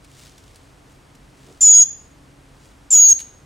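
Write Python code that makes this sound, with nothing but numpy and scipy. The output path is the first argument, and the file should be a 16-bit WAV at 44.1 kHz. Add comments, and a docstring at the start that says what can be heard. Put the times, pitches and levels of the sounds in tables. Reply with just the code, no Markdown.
"""In a small room, a fledgling in a wire cage gives two loud, thin begging calls close to the microphone.
Each call is a gliding tone with a fainter octave and sputtering hiss: it flicks up, sags and drops at the end.
The first call adds a buzz below the whistle; the second is hissier, with a husky undertone made of narrow noise.
Shaped noise makes a low puff, rustling feathers, scratching claws and sharp taps.
Echoes follow, over a low room rumble; the recorder limits the loud peaks."""
import sys
import numpy as np
from scipy import signal
from scipy.fft import rfft, irfft, next_fast_len
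from scipy.io import wavfile
from scipy.ndimage import uniform_filter1d, minimum_filter1d, map_coordinates

SR = 44100
rng = np.random.default_rng(int(sys.argv[2]) if len(sys.argv) > 2 else 0)


def persist_wave(psi):
    """Save psi, clipped to +-1, as 16-bit WAV."""
    counts = np.round(np.clip(psi, -1, 1) * 32767).astype(np.int16)
    wavfile.write(sys.argv[1], SR, np.atleast_2d(counts).T)


N = 152145
T = np.arange(N) / SR


def amp(db):
    """Turn decibels into gain."""
    return 10 ** (np.asarray(db) / 20)


def unit(x):
    """Scale a sound to an rms of 1."""
    return x / np.sqrt(np.mean(x ** 2) + 1e-20)


def over_time(points):
    """Join (time_s, value) points with straight lines."""
    return np.interp(T, *np.transpose(points))


def over_pitch(points, hz):
    """Join (pitch_hz, value) points along a logarithmic pitch axis."""
    point_hz, value = np.transpose(points)
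    return np.interp(np.log(hz + 1), np.log(point_hz + 1), value)


def wobble(rate):
    """Draw a smooth random curve through `rate` random knots a second."""
    return map_coordinates(rng.standard_normal(N // 4), [T * rate], mode="wrap")


def filtered(x, response):
    """Multiply the spectrum of x by a gain that depends on frequency."""
    size = next_fast_len(N + SR // 2)
    hz = np.fft.rfftfreq(size, 1 / SR)
    return irfft(rfft(x, size) * response(hz), size)[..., :N]


def noise(spectrum):
    """Colour random noise with a (pitch_hz, db_per_hz) shape, at an rms of 1."""
    return unit(filtered(rng.standard_normal(N), lambda hz: amp(over_pitch(spectrum, hz))))


def cycles(hz):
    """Add up a pitch curve into a running phase, in radians."""
    return 2 * np.pi * np.cumsum(hz) / SR


# Each call: start_s, end_s, level_db, then relative to that level:
# rasp_db (below and around the whistle), rasp_high_db (above it), air_db, octave_db; last, release_s
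CALLS = [(1.607, 1.828, -6, -20, -31, -38.5, -39.5, .018),
         (2.904, 3.129, -7, -20.5, -29.5, -32.5, -31.5, 0.011)]
# Whistle pitch of the two calls: time_s, pitch_hz
FIRST_PITCH = [(1.607, 6300), (1.613, 7250), (1.617, 7080), (1.627, 7220), (1.642, 6920), (1.675, 6835),
               (1.705, 6815), (1.735, 6695), (1.782, 6685), (1.797, 6765), (1.822, 6715), (1.842, 6500)]
SECOND_PITCH = [(2.905, 6800), (2.909, 7680), (2.915, 7270), (2.925, 7270), (2.938, 6940), (2.957, 6765),
                (2.99, 6750), (3.005, 6700), (3.055, 6648), (3.098, 6625), (3.135, 6450)]
# Roughness: harsh at the start, clear in the middle, harsher near the end: time_s, roughness_db
FIRST_ROUGHNESS = [(1.607, 11), (1.635, 3), (1.668, 2), (1.685, -7), (1.71, -15), (1.75, -13), (1.785, -5),
                   (1.80, -8), (1.825, 1), (1.84, 0)]
SECOND_ROUGHNESS = [(2.905, 8), (2.94, 4), (2.995, -1), (3.03, -15), (3.07, -14), (3.10, 5), (3.115, 4),
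                    (3.135, -6)]
# Colour of the hiss below and around the whistle: pitch_hz, level_db_per_hz
RASP_COLOUR = [(1000, -41), (2000, -33.5), (2500, -15), (4000, -20.5), (5300, -3), (6200, 9.5), (6800, 8),
               (7300, -26), (9000, -50)]
# Colour of the hiss above the whistle: pitch_hz, level_db_per_hz
RASP_HIGH_COLOUR = [(6000, -42.5), (7200, -1), (7900, 4), (8600, -4.5), (9500, -3), (10500, -26),
                    (13800, -16.5), (15500, -26)]
# Colour of the faint wide hiss, which mostly follows loudness: pitch_hz, level_db_per_hz
AIR_COLOUR = [(120, -11), (420, 0), (1850, -9), (3400, 4), (4800, -2), (7500, -13.5), (11500, -2.5),
              (13200, 1), (15500, -21.5)]
ATTACK_S, SWELL_DB, SWELL_S = 0.0037, 10.5, 0.021  # a sharp start, then a swell to full voice
CATCH_AFTER_S, CATCH_WIDTH_S, CATCH_DB = 0.0075, 0.0011, 11.5  # the voice catches after the opening flick
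JITTER_HZ, SHIMMER = 20, 0.055  # pitch and loudness flutter at 0 dB roughness
FLUTTER_RATE = 600  # knots a second
OCTAVE_PEAK_HZ, OCTAVE_WIDTH_HZ = 13520, 900  # a microphone resonance lifts the octave as it passes
RASP_HIGH_GROWS, AIR_GROWS = 1.6, 0.25  # dB per dB of roughness
GRAIN_DB, GRAIN_RATE = 2.5, 260  # sputter of the hiss, knots a second


def call(pitch, roughness, second_voice, start, end, db, rasp_db, rasp_high_db, air_db, octave_db, release_s):
    """Sing one unsteady whistle with its octave, a second voice and hiss that grows with roughness."""
    age = np.maximum(T - start, 0)
    attack = np.clip(age / ATTACK_S, 0, 1)
    release = np.clip(1 - (T - end) / release_s, 0, 1) ** 2
    swell = SWELL_DB * np.exp(-age / SWELL_S)
    catch = CATCH_DB * np.exp(-((age - CATCH_AFTER_S) / CATCH_WIDTH_S) ** 2)
    level = attack * release * amp(db - swell - catch)

    rough = amp(over_time(roughness))
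    hz = over_time(pitch) + JITTER_HZ * rough * wobble(FLUTTER_RATE)
    phase = cycles(hz)
    resonance = 1 / np.hypot(1, 2 * (hz * 2 - OCTAVE_PEAK_HZ) / OCTAVE_WIDTH_HZ)
    octave = amp(octave_db + 2 * wobble(200)) * resonance
    shimmer = 1 + SHIMMER * rough * wobble(FLUTTER_RATE)
    whistle = (np.sin(phase) + octave * np.sin(2 * phase)) * shimmer

    rasp = amp(rasp_db) * rough * noise(RASP_COLOUR)
    rasp_high = amp(rasp_high_db) * rough ** RASP_HIGH_GROWS * noise(RASP_HIGH_COLOUR)
    air = amp(air_db) * rough ** AIR_GROWS * noise(AIR_COLOUR)
    sputter = unit(amp(GRAIN_DB * wobble(GRAIN_RATE)))
    hiss = (rasp + rasp_high + air) * sputter
    return level * (np.sqrt(2) * whistle + second_voice + hiss)


def partials(phase, orders, wander):
    """Add unsteady tones at whole multiples of one slow vibration; wander is in radians."""
    total = 0
    for multiple, db in orders:
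        level = amp(db + 4.3 * wobble(70.15))
        total = total + level * np.sin(multiple * phase + wander * wobble(BUZZ_RATE))
    return total


# Strength of the first call's buzz: it builds, gives way twice and returns: time_s, level_db
BUZZ_STRENGTH = [(1.615, -48.5), (1.645, -34), (1.695, -28), (1.711, -41.5), (1.728, -29.5), (1.78, -29.5),
                 (1.802, -33), (1.815, -26.5), (1.84, -36)]
# Tones in the buzz: multiple_of_quarter_pitch, level_db
BUZZ_TONES = [(1, -20), (2, -8), (3, 1.5), (5, -1), (6, -11.5), (7, -14.5), (9, -27)]
# Moments when tones another octave lower come in: center_s, half_length_s, level_db
OCTAVE_BREAKS = [(1.713, 0.0098, -27), (1.802, 0.0068, -30.5)]
# Tones in those moments: multiple_of_eighth_pitch, level_db
BREAK_TONES = [(1, -13), (3, -14), (7, -8), (9, 8)]
BUZZ_WANDER, BUZZ_RATE = 0.45, 420  # unsteadiness of each buzz tone: radians, knots a second
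WAVER, WAVER_RATE = 0.45, 90  # waver shared by the buzz tones: radians, knots a second


def buzz(phase):
    """Vibrate at a quarter of the pitch, with brief steadier tones built on an eighth."""
    quarter = phase / 4 + WAVER * wobble(WAVER_RATE)
    main = amp(over_time(BUZZ_STRENGTH)) * partials(quarter, BUZZ_TONES, BUZZ_WANDER)
    break_level = sum(amp(db) * np.exp(-((T - s) / half) ** 2) for s, half, db in OCTAVE_BREAKS)
    breaks = break_level * partials(phase / 8, BREAK_TONES, BUZZ_WANDER / 2)
    return np.sqrt(2) * (main + breaks)


def band(phase, rate):
    """Make a narrow band of noise, rms 1, by wobbling a tone; a faster rate widens it."""
    return unit(wobble(rate) * np.sin(phase) + wobble(rate) * np.cos(phase))


# Second call's husky voice below the whistle: time_s, pitch_hz, level_db, lower_octave_db
HUSKY_VOICE = [(2.905, 4900, -42, -43), (2.922, 4900, -40, -42), (2.93, 5450, -33, -55),
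               (2.945, 5430, -27, -62), (2.962, 5150, -34, -62), (3.02, 4980, -33, -62),
               (3.05, 4800, -35, -58), (3.063, 4450, -32, -45), (3.09, 4400, -39, -56),
               (3.13, 4400, -46, -62)]
CORE_RATE, HUSK_RATE = 170, 900  # widths of its core and of the husk around it, knots a second
HUSK_DB = 1  # relative to the core


def undertone():
    """Make a husky second voice that steps up, then slides down, at times with its lower octave."""
    s, *columns = np.transpose(HUSKY_VOICE)
    hz, db, lower_db = (np.interp(T, s, column) for column in columns)
    phase = cycles(hz)
    voice = band(phase, CORE_RATE) + amp(HUSK_DB) * band(phase, HUSK_RATE)
    lower_octave = band(phase / 2, CORE_RATE)
    return amp(db) * voice + amp(lower_db) * lower_octave


# Colour of the puff: pitch_hz, level_db_per_hz
PUFF_COLOUR = [(120, -20.5), (400, -2), (3000, -61)]
PUFF_S, PUFF_HALF_S, PUFF_DB = 1.5, 0.03, -46.5  # center, half length, level


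def puff():
    """Swell low noise softly up and down just before the first call."""
    return amp(PUFF_DB) * np.exp(-((T - PUFF_S) / PUFF_HALF_S) ** 2) * noise(PUFF_COLOUR)


# Feather rustles: center_s, length_s, level_db
FEATHER_RUSTLES = [(0.217, .18, -51), (.48, 0.32, -59.5), (.915, 0.077, -61.5), (1.481, 0.17, -57.5),
                   (2.655, 0.14, -59.5)]
# Colour of the rustle: pitch_hz, level_db_per_hz
FEATHER_COLOUR = [(500, -29), (1500, -8), (3500, -2), (5000, -2.5), (7000, -2.5), (9500, -6.5),
                  (11000, -16), (15000, -16.5)]


def feathers():
    """Rustle as the bird shuffles: soft swells of noise with a random grain."""
    power = sum(amp(db) ** 2 * np.exp(-(2 * (T - s) / length) ** 2) for s, length, db in FEATHER_RUSTLES)
    grain = amp(3.1 * wobble(300) + 0.8 * wobble(24))
    return np.sqrt(power) * unit(noise(FEATHER_COLOUR) * grain)


# Claw scratches: start_s, level_db, decay_s (time to fall 60 dB)
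CLAW_SCRATCHES = [(0.041, -49.5, 0.052), (.376, -47.5, 0.053), (0.554, -47, 0.047), (1.147, -48.5, 0.032)]
# Colour of scratches and taps: pitch_hz, level_db_per_hz
CLAW_COLOUR = [(300, -23.5), (3800, 1), (6000, 0), (10000, -4.5), (15500, -20.5)]
SCRATCH_RISE_S = 0.006


def claws():
    """Scrape the cage floor: gritty noise that rises quickly and dies away."""
    level = 0
    for s, db, decay in CLAW_SCRATCHES:
        rise = np.clip((T - s) / SCRATCH_RISE_S, 0, 1)
        fall_db = 60 * np.maximum(T - s - SCRATCH_RISE_S, 0) / decay
        level = level + rise * amp(db - fall_db)
    return level * unit(noise(CLAW_COLOUR) * amp(3 * wobble(1200)))


# Sharp taps of a beak or claw: start_s, level_db
SHARP_TAPS = [(3.192, -31.5), (3.2039, -30.5), (3.245, -50.5)]
CLICK_T60_S, RATTLE_T60_S = 0.0058, 0.097  # times to fall 60 dB
RATTLE_DB = -11  # the cage's softer answer, relative to the click


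def taps():
    """Make each tap a very short noise click with a softer, longer rattle of the cage."""
    level = 0
    for s, db in SHARP_TAPS:
        age = np.maximum(T - s, 0)
        click = amp(-60 * age / CLICK_T60_S)
        rattle = amp(RATTLE_DB - 60 * age / RATTLE_T60_S)
        level = level + (T >= s) * amp(db) * (click + rattle)
    return noise(CLAW_COLOUR) * level


# How long the echoes last: pitch_hz, time_to_fall_60_db_s
ECHO_TIMES = [(3000, 0.75), (6700, 0.37)]
ROOM_SIDE_DB = -7  # left-right difference in the echoes, relative to their shared part


def room(x):
    """Echo a sound in stereo with fading noise; each frequency dies at its own speed."""
    hz, t, z = signal.stft(rng.standard_normal((2, SR)), SR, nperseg=256)
    fade = amp(-60 * t / over_pitch(ECHO_TIMES, hz)[:, None])
    tail = signal.istft(z * fade, SR, nperseg=256)[1]
    tail = tail / np.linalg.norm(tail[0])
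    mid, side = signal.fftconvolve(x[None], tail, axes=1)[:, :N]
    side = amp(ROOM_SIDE_DB) * side
    return np.array([mid + side, mid - side])


# Colour of the steady room noise: pitch_hz, level_db_per_hz
FLOOR_COLOUR = [(30, -16), (62, -1.5), (200, -10.5), (1100, -18), (4310, -29.5), (8880, -32.5),
                (15500, -48.5)]
# How alike left and right are: pitch_hz, likeness (1 is identical)
STEREO_LIKENESS = [(130, 0.95), (900, 0.16), (5980, 1)]
# Low room resonances: pitch_hz, width_hz, level_db
LOW_RESONANCES = [(43, 12, -59), (135, 15, -59), (280.3, 38, -61)]
FLOOR_DB = -50.56  # in each channel


def background():
    """Mix the room's steady rumble and hiss with low resonances made of narrow noise."""
    def shares(hz):
        # the likeness sets how much is shared (mid) and how much differs (side)
        angle = np.arccos(np.clip(over_pitch(STEREO_LIKENESS, hz), -1, 1)) / 2
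        return np.array([np.cos(angle), np.sin(angle)])

    mid, side = filtered(np.array([noise(FLOOR_COLOUR), noise(FLOOR_COLOUR)]), shares)
    drone = 0
    for center, width, db in LOW_RESONANCES:
        hum = filtered(rng.standard_normal(N), lambda hz: 1 / (1 + (2 * (hz - center) / width) ** 2))
        drone = drone + amp(db) * unit(hum)
    return amp(FLOOR_DB) * np.array([mid + side, mid - side]) + drone


ROOM_DB = -14  # echoes relative to the direct sound
BALANCE_DB = 0.25  # left is raised and right lowered by this much


def scene():
    """Put the bird and its cage into the room, then add the background."""
    first_buzz = buzz(cycles(over_time(FIRST_PITCH)))
    first = call(FIRST_PITCH, FIRST_ROUGHNESS, first_buzz, *CALLS[0])
    second = call(SECOND_PITCH, SECOND_ROUGHNESS, undertone(), *CALLS[1])
    bird = first + second + puff() + feathers() + claws() + taps()
    balance = amp([[BALANCE_DB], [-BALANCE_DB]])
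    return (bird + amp(ROOM_DB) * room(bird)) * balance + background()


LIMIT_DB, LIMIT_HOLD_S = -2.5, 0.004  # peak limit below full scale, hold and smoothing time
TOP_HZ = 15850  # nothing is kept from here up


def record(dry):
    """Turn loud peaks down with a fast limiter, then cut off the highest frequencies."""
    size = int(LIMIT_HOLD_S * SR)
    peak = np.abs(dry).max(axis=0) + 1e-9
    needed = np.minimum(1, amp(LIMIT_DB) / peak)
    gain = uniform_filter1d(minimum_filter1d(needed, size), size)
    return filtered(dry * gain, lambda hz: hz < TOP_HZ)


dry = scene()
out = record(dry)
persist_wave(out)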